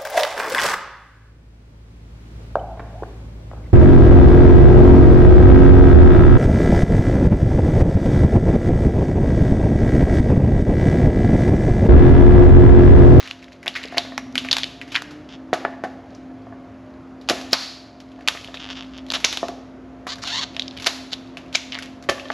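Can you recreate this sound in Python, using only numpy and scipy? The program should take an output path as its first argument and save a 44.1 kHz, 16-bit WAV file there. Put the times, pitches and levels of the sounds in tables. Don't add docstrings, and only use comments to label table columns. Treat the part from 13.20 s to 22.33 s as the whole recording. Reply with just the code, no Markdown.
import sys
import numpy as np
from scipy import signal
from scipy.fft import rfft, irfft, next_fast_len
from scipy.io import wavfile
from scipy.ndimage import uniform_filter1d

SR = 44100
rng = np.random.default_rng(int(sys.argv[2]) if len(sys.argv) > 2 else 0)


def volts(x):
    e = np.asarray(x, float) / 20
    return 10 ** e


def output_pcm(signal):
    pcm = np.clip(np.atleast_2d(signal).T, -1, 1) * 32767
    wavfile.write(sys.argv[1], SR, np.round(pcm).astype(np.int16))


N = 402633

# (time [s], level [dB])
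HANDLING_LEVELS = [(0, -34.5), (.3, -58), (.89, -65), (1.32, -63), (2.09, -62.5), (2.75, -84), (2.95, -57),
                   (3.15, -76), (3.9, -78), (4.29, -56.5), (4.81, -64), (5.44, -47), (6.2, -69.5),
                   (6.8, -85), (7.04, -61), (7.55, -52), (8.2, -58.5), (8.93, -78), (9.13, -38.5)]


def evened(x):
    return x / np.sqrt(np.mean(x ** 2) + 1e-20)


def read(points, hz):
    f, value = np.transpose(points)
    return np.interp(np.log(hz + 1), np.log(f + 1), value)


def add(mix, s, sound):
    part = mix[max(round(s * SR), 0):][:len(sound)]
    part += sound[:len(part)]


def above(x, hz):
    return signal.sosfilt(signal.butter(2, hz, "high", fs=SR, output="sos"), x)


def resonate(x, hz, width):
    return signal.lfilter(*signal.iirpeak(hz, hz / width, SR), x)


def glide(x, hz, width):
    turn = np.exp(2j * np.pi * np.cumsum(hz) / SR)
    r = np.exp(-np.pi * width / SR)
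    return 2 * (turn * signal.lfilter([1 - r], [1, -r], x / turn)).real


def wander(rate_hz):
    t = np.arange(0, N, 256) / SR
    rates = np.geomspace(rate_hz / 20, rate_hz, num=24)
    slow = sum(np.sin(2 * np.pi * (f * t + rng.random())) / np.sqrt(f) for f in rates)
    return np.interp(np.arange(N) / SR, t, evened(slow))


def crack(peak_db, hz, wide_db):
    over_db = max(peak_db, 0)
    decay_ms = 1.39 * volts(1.5 * rng.standard_normal() - 0.27 * over_db)
    t = np.arange(900) / SR
    burst = rng.standard_normal(len(t)) * np.exp(-t * 1000 / max(decay_ms, .1))
    burst[0] += 2.63
    rung = resonate(resonate(burst, hz, hz / 2.1), hz, hz)
    sound = above(evened(rung) + volts(wide_db) * evened(burst), 700)
    sound = volts(peak_db) * sound / abs(sound).max()

    click = 1. * (t == 0)
    sharpness = 3.5 * volts(0.21 * over_db)
    ring = evened(resonate(click, hz, hz / sharpness))
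    smooth = above(ring + volts(wide_db + 3.5) * evened(click), 730)
    return sound, evened(smooth) * np.std(sound)


def ticks():
    per_s, over_db, spread_db, centre_hz = 16, 18, 5, 3400
    when, size, pitch = rng.random((400, 3)).T
    s = np.cumsum(-np.log(when + 1e-9)) / per_s
    handling_db = np.interp(s, *np.transpose(HANDLING_LEVELS))
    peak_db = handling_db + over_db - spread_db * np.log(size + .05)
    return [(a, b, centre_hz * (.5 + c), 0, -5) for a, b, c in zip(s, peak_db, pitch) if a < N / SR]


def add_cracks(near, sends):
    # (time [s], peak [dB], shell resonance [Hz], wide splinter against resonance [dB],
    # share thrown into the room [dB])
    shell_cracks = [(.0547, -23.5, 1770, -1, 10), (.075, -12.5, 2700, 2, -3), (.1108, -7, 2830, 0, -11),
                    (.2267, -23, 1950, 1, 0), (.243, -22, 3500, 7, -12), (.2816, -29, 2000, -8, -13),
                    (.321, -25.5, 2480, 3, 3.5), (.4293, -22.5, 1850, 2, -1), (.4609, -15, 1750, 4, -6),
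                    (.4671, -11, 1930, -28.5, -5.5), (.4788, -0.5, 2980, 1, -8), (.542, -23, 4000, -2, -4),
                    (.5528, -15, 1988, -11.5, 6), (.559, -13.5, 1990, -4, 5), (.567, -14.5, 4100, 2, 2),
                    (.632, -14, 3530, 5, -8), (.638, -11.5, 2330, 0, -7), (.655, -20, 4400, 0, -12),
                    (.6769, -22, 1980, 4, -10), (.684, -22, 4470, -2, -13), (.7217, -21.5, 1930, -2, 4),
                    (.74, -21, 4580, 5, -25), (.769, -20, 4300, 4, -7), (.7738, -6, 1950, -0.5, -2.5),
                    (.7816, 4.5, 3785, -2.5, -8), (.851, -23, 1550, 7, -9), (.9216, -28, 1420, -4, -17),
                    (.9778, -11.5, 2050, -3, -6), (.9788, -3, 1030, 3, -15), (1.125, -31, 5500, 10, -10),
                    (1.148, -26, 4000, 8, -13), (1.1551, -4.5, 2130, 4, -8),
                    (1.1788, 1.5, 3150, -0.5, -4.5), (1.2481, -13.5, 1980, -1, -0.5),
                    (1.263, -26, 2600, 3, -8), (1.287, -12, 2080, -4, -10), (1.312, -2.5, 3670, -6.5, -7),
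                    (1.3155, -0.5, 4860, -3, -17), (1.3288, 6, 3650, 1, -2.5), (1.3676, 6.5, 2730, 10, -8),
                    (1.3834, -3, 3420, 9, -5), (1.4335, -2.5, 2900, -22, -9.5), (1.4415, -5, 3330, 0, -24),
                    (1.6145, -13.5, 2030, -4, -3), (1.6771, -29, 1880, 7, 7), (1.72, -19, 2600, 5.5, 6.5),
                    (1.7488, -24, 3300, -16, -13), (1.7534, -3.5, 2030, -5, -11),
                    (1.7604, -4, 2750, -11, -15), (1.7701, -12.5, 1660, -9, -1.5),
                    (1.8208, -6, 1360, 35, -12), (1.9086, -27, 1230, 5, 4), (2.33, -9, 1790, -13, -2.5),
                    (2.335, -6.5, 3400, 10, -0.5), (2.339, -8, 1320, -1, -0.5),
                    (2.451, -6.5, 1180, -26, -29), (2.6379, -15, 1460, -4.5, 0.5),
                    (2.95, -32, 5740, 2, -2.5), (4.0133, -33.5, 4010, 6, 2.5), (4.0764, -36, 3500, -2, 4),
                    (4.088, -2.5, 2800, 13, 3), (4.0981, 11.5, 3170, 32, -2), (4.0999, -10, 1278, -6, -4),
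                    (4.2134, -11, 4190, 22, -7), (4.309, -30, 4360, -6, 9), (4.3298, -8, 4400, 4, -10),
                    (4.3316, 15, 4500, 0.5, -1), (4.8028, -22, 4200, 9, -1.5), (4.9182, -29, 2855, 4.5, -1),
                    (5.008, -32.5, 1900, -2, -1.5), (5.0755, 0, 2380, 0.5, -7), (5.0775, 6, 3300, 12, -6),
                    (5.0848, 8, 3280, 10.5, -6), (5.1724, -17.5, 2410, -4, -11),
                    (5.2454, -11.5, 3130, 2.5, -6.5), (5.3422, -21.5, 3300, -5, 3),
                    (5.3718, -18, 2890, -8, -12), (5.778, -21.5, 5040, 9, -8), (5.8654, -26, 3220, 6.5, -6),
                    (5.8853, -28.5, 3880, 8, 4), (5.9029, -3, 3860, 0, -15), (5.914, -11, 3260, 7, -12),
                    (5.9204, -2.5, 3340, 21, -15), (5.9381, -4.5, 3300, 12, 3), (6.0033, -17, 2230, 15, 1),
                    (6.0435, 0, 2500, 0.5, -1), (6.0458, -1.5, 3700, 0, 6), (6.0478, 6, 5780, -9, -2),
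                    (6.127, 1, 3420, 14, -2), (6.1727, 1.5, 3500, 10, -9), (6.2838, -7, 1110, 21, -9),
                    (6.8683, -14.5, 1170, 0.5, 7), (6.957, -19.5, 4470, 9, -4.5),
                    (6.9845, -22, 1560, 8, -1), (7.038, -17.5, 1040, 0, -2), (7.0723, -16.5, 2750, 0, 7.5),
                    (7.3475, -28, 3400, 0, -1), (7.3655, -13, 3270, -3.5, -9),
                    (7.3954, -7.5, 3670, -9, -10.5), (7.4211, -12.5, 3650, -9, -12),
                    (7.4804, -16, 4030, -11, -15), (7.5106, -23, 3940, -10, -18),
                    (7.5682, -27.5, 2960, -12, -8), (7.5863, -26, 3150, -7, -10), (7.5991, -17, 2710, 7, 2),
                    (7.6224, -16.5, 3360, 15, 4), (7.645, -9, 4240, 7, -12), (7.6625, -3.5, 3000, 33, 6.5),
                    (7.6695, 11, 5260, 16, -7.5), (7.6735, 4.5, 4170, -0.5, -1.5),
                    (7.9074, -27, 3950, 1, -14), (7.9319, -5, 3540, 0.5, -9.5),
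                    (7.9385, -11, 3760, -9, -24), (8.1712, -13, 2750, 1.5, -2), (8.3277, -17, 3020, 7, 2),
                    (8.3495, -8, 3550, -19, -1), (8.3537, -2, 2240, -1.5, -5),
                    (8.3547, -1.5, 6400, -11, -5.5), (8.522, -14, 3100, -11, -17),
                    (8.529, -18, 2780, -12, 2), (8.5453, -16, 3680, -3, -4.5),
                    (8.5522, -18, 3160, -13, -10), (8.588, -9.5, 1710, 6, -4), (8.6242, -14, 2710, 14, -1),
                    (8.6302, -17.5, 2900, 5.5, -4.5), (8.659, -20, 3200, 16, -11),
                    (8.8256, -24.5, 2140, 23, 0.5), (8.8393, -22.5, 1560, 20, 0),
                    (8.8891, -5, 1770, 0.5, -2), (8.8935, 0, 2520, 12, 1), (8.8974, 5.5, 1770, 11, -4),
                    (8.997, -19, 2780, -5, -3), (9.055, -29, 2570, -5, -2), (9.1024, -9, 1110, -36, -16)]
    for k, (s, peak_db, hz, wide_db, send_db) in enumerate(list(shell_cracks) + ticks()):
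        sound, smooth = crack(peak_db, hz, wide_db)
        add(near, s, sound)
        add(sends[k % 3], s + .002, volts(send_db) * smooth)


def creak(rows, rough):
    # (resonance [Hz], width [Hz], level [dB])
    gripped = [(850, 1300, 2), (1720, 1400, 6.5), (2750, 350, 13), (3300, 1000, 12), (4260, 720, 15),
               (4900, 1400, 9), (6270, 2800, 6.5), (10150, 7400, -11)]
    brisk_per_s = 400
    s, *columns = np.transpose(rows)
    t = np.arange(s[0], s[-1], 1 / SR)
    level_db, rate, stiff = (np.interp(t, s, c) for c in columns)
    jitter, size, noise = rng.standard_normal((len(t), 3)).T
    uneven_rate = rate * np.exp(rough * evened(uniform_filter1d(jitter, size=100)))
    turns = np.cumsum(uneven_rate) / SR
    slips = np.diff(np.floor(turns), prepend=0) * volts((3 + 4 * min(rough, .3)) * size)
    rubbing = .5 * rough ** 2 * np.sqrt(rate / brisk_per_s) * noise
    drive = slips / np.sqrt(rate / SR) + rubbing

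    slow = np.minimum(np.log2(rate / brisk_per_s), 0)
    shell = np.zeros(len(t))
    for k, (hz, width, db) in enumerate(gripped):
        gain = volts(db + 3.5 * slow * max(np.log2(hz / 3700), 0))
        rung = glide(glide(drive, hz * stiff, width), hz * stiff, 2 * width)
        shell += (-1) ** k * gain * rung
    return s[0], volts(level_db) * evened(above(shell, 400))


def strokes():
    # (start [s], length [s], level [dB], slips [per s], stiffness [factor on the resonances],
    # roughness [0-1])
    drags = [(.001, 0.14, -41, 930, 0.98, 0.25), (0.547, 0.11, -41.5, 390, .75, 0.25),
             (1.743, 0.041, -24.5, 840, 0.76, 0.21), (2.088, 0.075, -43.5, 500, 0.84, .6),
             (5.731, 0.077, -44.5, 162, 0.84, 0.42), (5.935, 0.039, -23, 620, 0.93, 0.16),
             (8.525, 0.065, -36, 180, 0.54, 0.22), (8.589, 0.099, -47, 280, 0.63, 0.03)]
    sag_db, slowing = -1.5, 0.97
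    creaks = []
    for start, length, level_db, per_s, stiff, rough in drags:
        bite, go = min(.015, length / 3), min(.012, length / 3)
        end, sagged_db, slowed = start + length, level_db + sag_db, slowing * per_s
        rows = [(start, level_db - 3.5, per_s, stiff), (start + bite, level_db, per_s, stiff),
                (end - go, sagged_db, slowed, stiff), (end, sagged_db - 13.5, slowed, stiff)]
        creaks.append((rows, rough))
    return creaks


def strains():
    # (break time [s], length [s], level at the break [dB], stiffness [factor on the resonances])
    swells = [(0.786, 0.2, -38.5, 0.67), (1.739, 0.043, -35, .87), (4.336, 0.018, -17.5, 2.1),
              (7.038, 0.021, -24, 1.36), (7.677, 0.034, -23, 1.28), (7.934, 0.019, -23, 1.1),
              (8.359, 0.019, -17, 1.15)]
    rise_db, per_s = 18.5, 640
    return [([(end - length, level_db - rise_db, per_s, stiff), (end, level_db, per_s, stiff)], .15)
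            for end, length, level_db, stiff in swells]


def long_cuts():
    # (time [s], level [dB], slips [per s])
    cut_paths = [
        [(5.394, -35, 237), (5.41, -35, 335), (5.424, -35, 124), (5.47, -42, 95), (5.497, -34.5, 150),
         (5.51, -33.5, 290), (5.532, -39, 440), (5.545, -56, 350), (5.556, -39, 315), (5.59, -38, 240),
         (5.62, -40, 110), (5.69, -63, 66)],
        [(6.876, -40, 520), (6.9, -26, 490), (6.935, -33.5, 570), (6.948, -43, 510)],
        [(7.045, -32.5, 730), (7.072, -30, 760), (7.1, -28.5, 710), (7.126, -25.5, 890), (7.145, -26, 920),
         (7.195, -24.5, 1100), (7.204, -31, 1100), (7.222, -26, 530), (7.232, -24.5, 330), (7.243, -31, 290)],
    ]
    cut_stiffness = [.84, 1.12, 1.03]
    cut_roughness = [.12, .055, .075]
    return [([(*row, stiff) for row in path], rough)
            for path, stiff, rough in zip(cut_paths, cut_stiffness, cut_roughness)]


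def add_creaks(near, sends):
    for rows, rough in strokes() + strains() + long_cuts():
        s, sound = creak(rows, rough)
        add(near, s, sound)
        add(sends[0], s, volts(-10.5) * sound)


def knock(peak_db, contact_ms, ring):
    # (pitch [Hz], level [dB], t60 [s])
    board = [(215, -34.5, 0.046), (380, -6.5, 0.059), (566, -24, .08), (694.5, 4, 0.11), (828, 3, 0.048),
             (1133, 6, 0.036), (1440, -5, 0.045), (1730, 5, 0.055)]
    t = np.arange(8000) / SR
    modes = np.zeros(len(t))
    for hz, db, t60 in board:
        off = rng.standard_normal()
        decay_db = -60 * t / (t60 * max(ring, .1))
        modes += volts(db + 2.5 * off + decay_db) * np.sin(2 * np.pi * hz * (1 + .03 * off) * t)
    push = np.sin(np.pi * np.clip(t[:200] * 1000 / contact_ms, 0, 1))
    sound = above(np.convolve(modes, push), 300)
    return volts(peak_db) * sound / abs(sound).max()


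def add_knocks(near, sends):
    # (time [s], peak [dB], contact time [ms], ring [factor on the decay, at least 0.1])
    board_knocks = [(0.471, -21.5, 0.41, 0.62), (0.46, -20.5, 0.22, 0.33), (0.651, -21, 1.54, 0.13),
                    (0.725, -23.5, 0.6, 0.65), (0.745, -19.5, 0.41, .4), (0.762, -30, 0.35, 0.5),
                    (0.771, -13, 0.45, 0.78), (0.783, -14, 0.31, 0.3), (0.85, -26.5, 0.63, 0.37),
                    (0.921, -25.5, 0.48, 0.47), (0.9785, -23, 0.12, 0.89), (1.25, -23, 0.34, 0.58),
                    (1.337, -27, 0.26, 0.42), (1.368, -19, 0.2, 0.61), (2.33, -3.5, 0.87, 0.21),
                    (2.338, -14, 0.9, 1), (2.45, -4, 0.15, 0.41), (2.481, -28, 0.54, 0.54),
                    (2.538, -29.5, .25, 1), (2.638, -11, 0.98, 0.69), (2.648, -17, 0.24, 0.68),
                    (3.269, -31.5, 0.66, 0.5), (3.325, -30.5, 0.51, 0.75), (4.089, -20, 0.32, 0.5),
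                    (4.098, -8.5, 0.36, 0.56), (4.106, -7.5, 1.63, 0.74), (4.11, -11, 1.2, 0.49),
                    (4.329, -11.5, 1.6, 0.17), (4.99, -31, 0.54, 0.34), (5.01, -33, 0.38, 0.36),
                    (5.086, -28, 0.15, 0.35), (5.112, -30, 0.56, .4), (5.15, -22.5, 0.28, 0.68),
                    (5.285, -27, 0.41, .3), (5.343, -20.5, 0.22, 0.25), (5.904, -27.5, 0.47, 0.48),
                    (5.939, -23, 1, 0.83), (5.963, -22, 0.36, 0.22), (6.046, -15, 0.93, 0.085),
                    (6.23, -8, 0.73, 0.38), (6.289, -15.5, 0.93, 0.59), (6.868, -20.5, 0.31, 0.27),
                    (7.228, -31, 0.73, 0.96), (7.669, -11.5, 0.4, 0.5), (7.673, -27, 0.24, 0.23),
                    (7.366, -24.5, 0.14, 0.39), (8.171, -26.5, 0.12, 0.44), (8.352, -16, 0.18, 0.23),
                    (8.89, -19, 0.22, 1), (8.895, -6, 0.92, 0.4), (9.102, -12.5, 0.37, 0.6)]
    for k, (s, *blow) in enumerate(board_knocks):
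        sound = knock(*blow)
        add(near, s, sound)
        add(sends[k % 3], s + 0.002068, volts(-5.0) * sound)


def shears(peak_db):
    # (pitch [Hz], level [dB], t60 [s])
    steel = [(562, -1.5, 0.12), (1150, -1.5, 0.041), (1770, -4.5, 0.067), (2640, -17, .08),
             (3150, -9.5, 0.072)]
    t = np.arange(8000) / SR
    sound = sum(volts(db - 60 * t / t60) * np.sin(2 * np.pi * hz * t) for hz, db, t60 in steel)
    return volts(peak_db) * sound / abs(sound).max()


def add_shears(near, sends):
    # (time [s], peak [dB])
    rocking = [(8.89, -6.5), (8.919, -17), (8.955, -28), (8.98, -23.5), (9.055, -26)]
    for s, peak_db in rocking:
        sound = shears(peak_db)
        add(near, s, sound)
        add(sends[1], s + 0.00194, volts(-7) * sound)


def add_blades(near, sends):
    # (time [s], peak [dB])
    meetings = [(.978, -14)]
    hz, t60 = 5700, .011
    t = np.arange(4000) / SR
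    for s, peak_db in meetings:
        sound = volts(peak_db - 60 * t / t60) * np.sin(2 * np.pi * hz * t)
        add(near, s, sound)
        add(sends[2], s, volts(-9.0) * sound)


def handling(per_s=900, spread_db=2.5, rub=0.31):
    draw, noise = rng.random((N, 2)).T, rng.standard_normal(N)
    size = volts(-spread_db * np.log(draw[1] + 0.0022))
    wet_ticks = (draw[0] < per_s / SR) * size * np.sign(noise)
    sound = resonate(evened(wet_ticks) + rub * noise, 2000, 3500)
    level_db = np.interp(np.arange(N) / SR, *np.transpose(HANDLING_LEVELS))
    return volts(level_db) * evened(sound)


def kitchen(sends, early_db=11.5, early_t60=0.091):
    # (frequency [Hz], t60 [s])
    room_decay = [(250, 0.83), (1000, 0.68), (4000, 0.62), (10000, 0.56)]
    hz, t, z = signal.stft(rng.standard_normal((3, SR)), SR, nperseg=128)
    late = volts(-60 * t / read(room_decay, hz)[:, None])
    early = volts(early_db - 60 * t / early_t60)
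    tails = signal.istft(z * np.hypot(late, early), SR, nperseg=128)[1][:, :SR]
    tails = tails / np.linalg.norm(tails, axis=1, keepdims=True)
    return signal.fftconvolve(sends, tails, axes=1)[:, :N].sum(0)


def engine(first_db=-54, third_db=-14):
    # (time [s], level [dB])
    swelling = [(0.602, -63), (.85, -51.5), (1.22, -36), (1.36, -56), (1.6, -46.5), (1.8, -45.5),
                (2.0, -39), (2.1, -55.5), (2.25, -47), (2.45, -43)]
    s, level_db = np.transpose(swelling)
    t = np.arange(s[0], s[-1], 1 / SR)
    hz = 119.2 + 31.5 * (t - 1)
    a = 2 * np.pi * np.cumsum(hz) / SR
    first = volts(first_db) * signal.windows.tukey(len(t), .5) * np.sin(a)
    upper = volts(np.interp(t, s, level_db)) * (np.sin(2 * a) + volts(third_db) * np.sin(3 * a))
    return s[0], np.sqrt(2) * (first + upper)


def low_hums(waver_db=3.0, drift=0.00202):
    # (multiple of the shaft's turning rate, level [dB])
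    hums = [(2.5, -58), (4, -59.5), (5, -59), (6, -42), (7, -59), (8, -58), (13, -61.5), (14, -58),
            (16, -56)]
    # (frequency [Hz], level [dB])
    mains_hz, mains_db = (59.6, -55)
    shaft_hz = 43.51 * (1 + drift * wander(3))
    turns = np.cumsum(shaft_hz) / SR
    out = np.zeros(N)
    for k, db in hums:
        out += volts(db + waver_db * wander(9)) * np.sin(2 * np.pi * (k * turns + rng.random()))
    mains = np.sin(2 * np.pi * mains_hz * np.arange(N) / SR)
    out += volts(mains_db + 2.5 * wander(1.9)) * mains
    return np.sqrt(2) * out


def air(patchy_db=1.0):
    # (frequency [Hz], level [dB per Hz])
    room_noise = [(25, -100), (45, -95), (63, -67), (110, -71), (140, -77), (300, -71.5), (450, -77.5),
                  (640, -77), (850, -81.5), (1300, -84.5), (2000, -91), (4000, -103), (7000, -104),
                  (16000, -104)]
    frames, hz = N // 256 + 5, np.fft.rfftfreq(1024, 1 / SR)
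    a, b, patches = rng.standard_normal((frames, 513, 3)).T
    patches = uniform_filter1d(patches, size=6, axis=0)
    patches = evened(uniform_filter1d(patches, size=20, axis=1))
    shape = volts(read(room_noise, hz))
    z = (a + 1j * b) * shape[:, None] * volts(patchy_db * patches)
    noise = signal.istft(z, nperseg=1024, noverlap=768)[1][:N]
    return evened(noise) * np.sqrt((shape ** 2).sum() * hz[1])


def scene():
    near, sends = np.zeros(N), np.zeros((3, N))
    add_cracks(near, sends)
    add_creaks(near, sends)
    add_knocks(near, sends)
    add_shears(near, sends)
    add_blades(near, sends)
    add(near, *engine())
    mono = near + kitchen(sends) + handling() + low_hums() + air()
    return np.array([mono, mono])


def microphone(x):
    # (frequency [Hz], level [dB])
    port_colour = [(4500, 0), (6800, -5.5), (8000, -14.5), (8900, -26.5), (9600, -19), (10800, -10),
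                   (12000, -18.5), (13500, -26), (14300, -45), (17000, -69.5)]
    log_gain = np.log(volts(read(port_colour, np.fft.rfftfreq(4096, 1 / SR))))
    log_gain = np.r_[log_gain, log_gain[-2:0:-1]]
    taps = np.fft.ifft(np.exp(np.conj(signal.hilbert(log_gain)))).real[:2048]
    return signal.oaconvolve(x, taps)[:N]


def ducking(x, knee_db, ratio, back_db_s, smooth_s, start_db=0):
    r = np.exp(-1 / (smooth_s * SR))
    power_db = 10 * np.log10(signal.lfilter([1 - r], [1, -r], x ** 2) + 1e-12)
    back = np.arange(N) * back_db_s / SR
    duck_db = np.maximum(ratio * (power_db - knee_db), 0)
    duck_db[0] = start_db
    duck_db = np.maximum.accumulate(duck_db + back) - back
    return volts(-signal.lfilter([1 - r], [1, -r], duck_db))


def faint_stereo(mid):
    # (frequency [Hz], level [dB])
    side_levels = [(100, -45.5), (900, -49.5), (2000, -46), (4500, -38.5), (7000, -24.5), (9000, -20.5),
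                   (10500, -16.5), (12000, -8), (15000, -2)]
    size = next_fast_len(N)
    gain = volts(read(side_levels, np.fft.rfftfreq(size, 1 / SR)))
    side = irfft(1j * rfft(mid, size) * gain, size)[:N]
    return np.array([mid + side, mid - side])


def band_limit(x):
    return signal.sosfilt(signal.butter(12, 16450, fs=SR, output="sos"), x)


def record(dry):
    mid = microphone(dry.mean(0))
    mid = above(above(mid, 48), 48)
    treble = above(mid, 1100)
    limiter = ducking(treble, knee_db=-14.5, ratio=0.83, back_db_s=116.5, smooth_s=0.0041)
    mid = mid - treble * (1 - limiter)
    mid = mid * ducking(mid, knee_db=-18.5, ratio=0.31, back_db_s=4.5, smooth_s=0.0042, start_db=5.5)
    mid = mid / (1 + mid ** 4) ** .25
    pair = faint_stereo(mid)
    pair = signal.sosfilt(signal.butter(2, 11500, fs=SR, output="sos"), pair)
    steep = signal.firwin(255, 16300, window=("kaiser", 8), fs=SR)
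    pair = signal.oaconvolve(pair, steep[None], "same")
    return band_limit(volts(0.22) * pair)


dry = scene()
out = record(dry)
output_pcm(out)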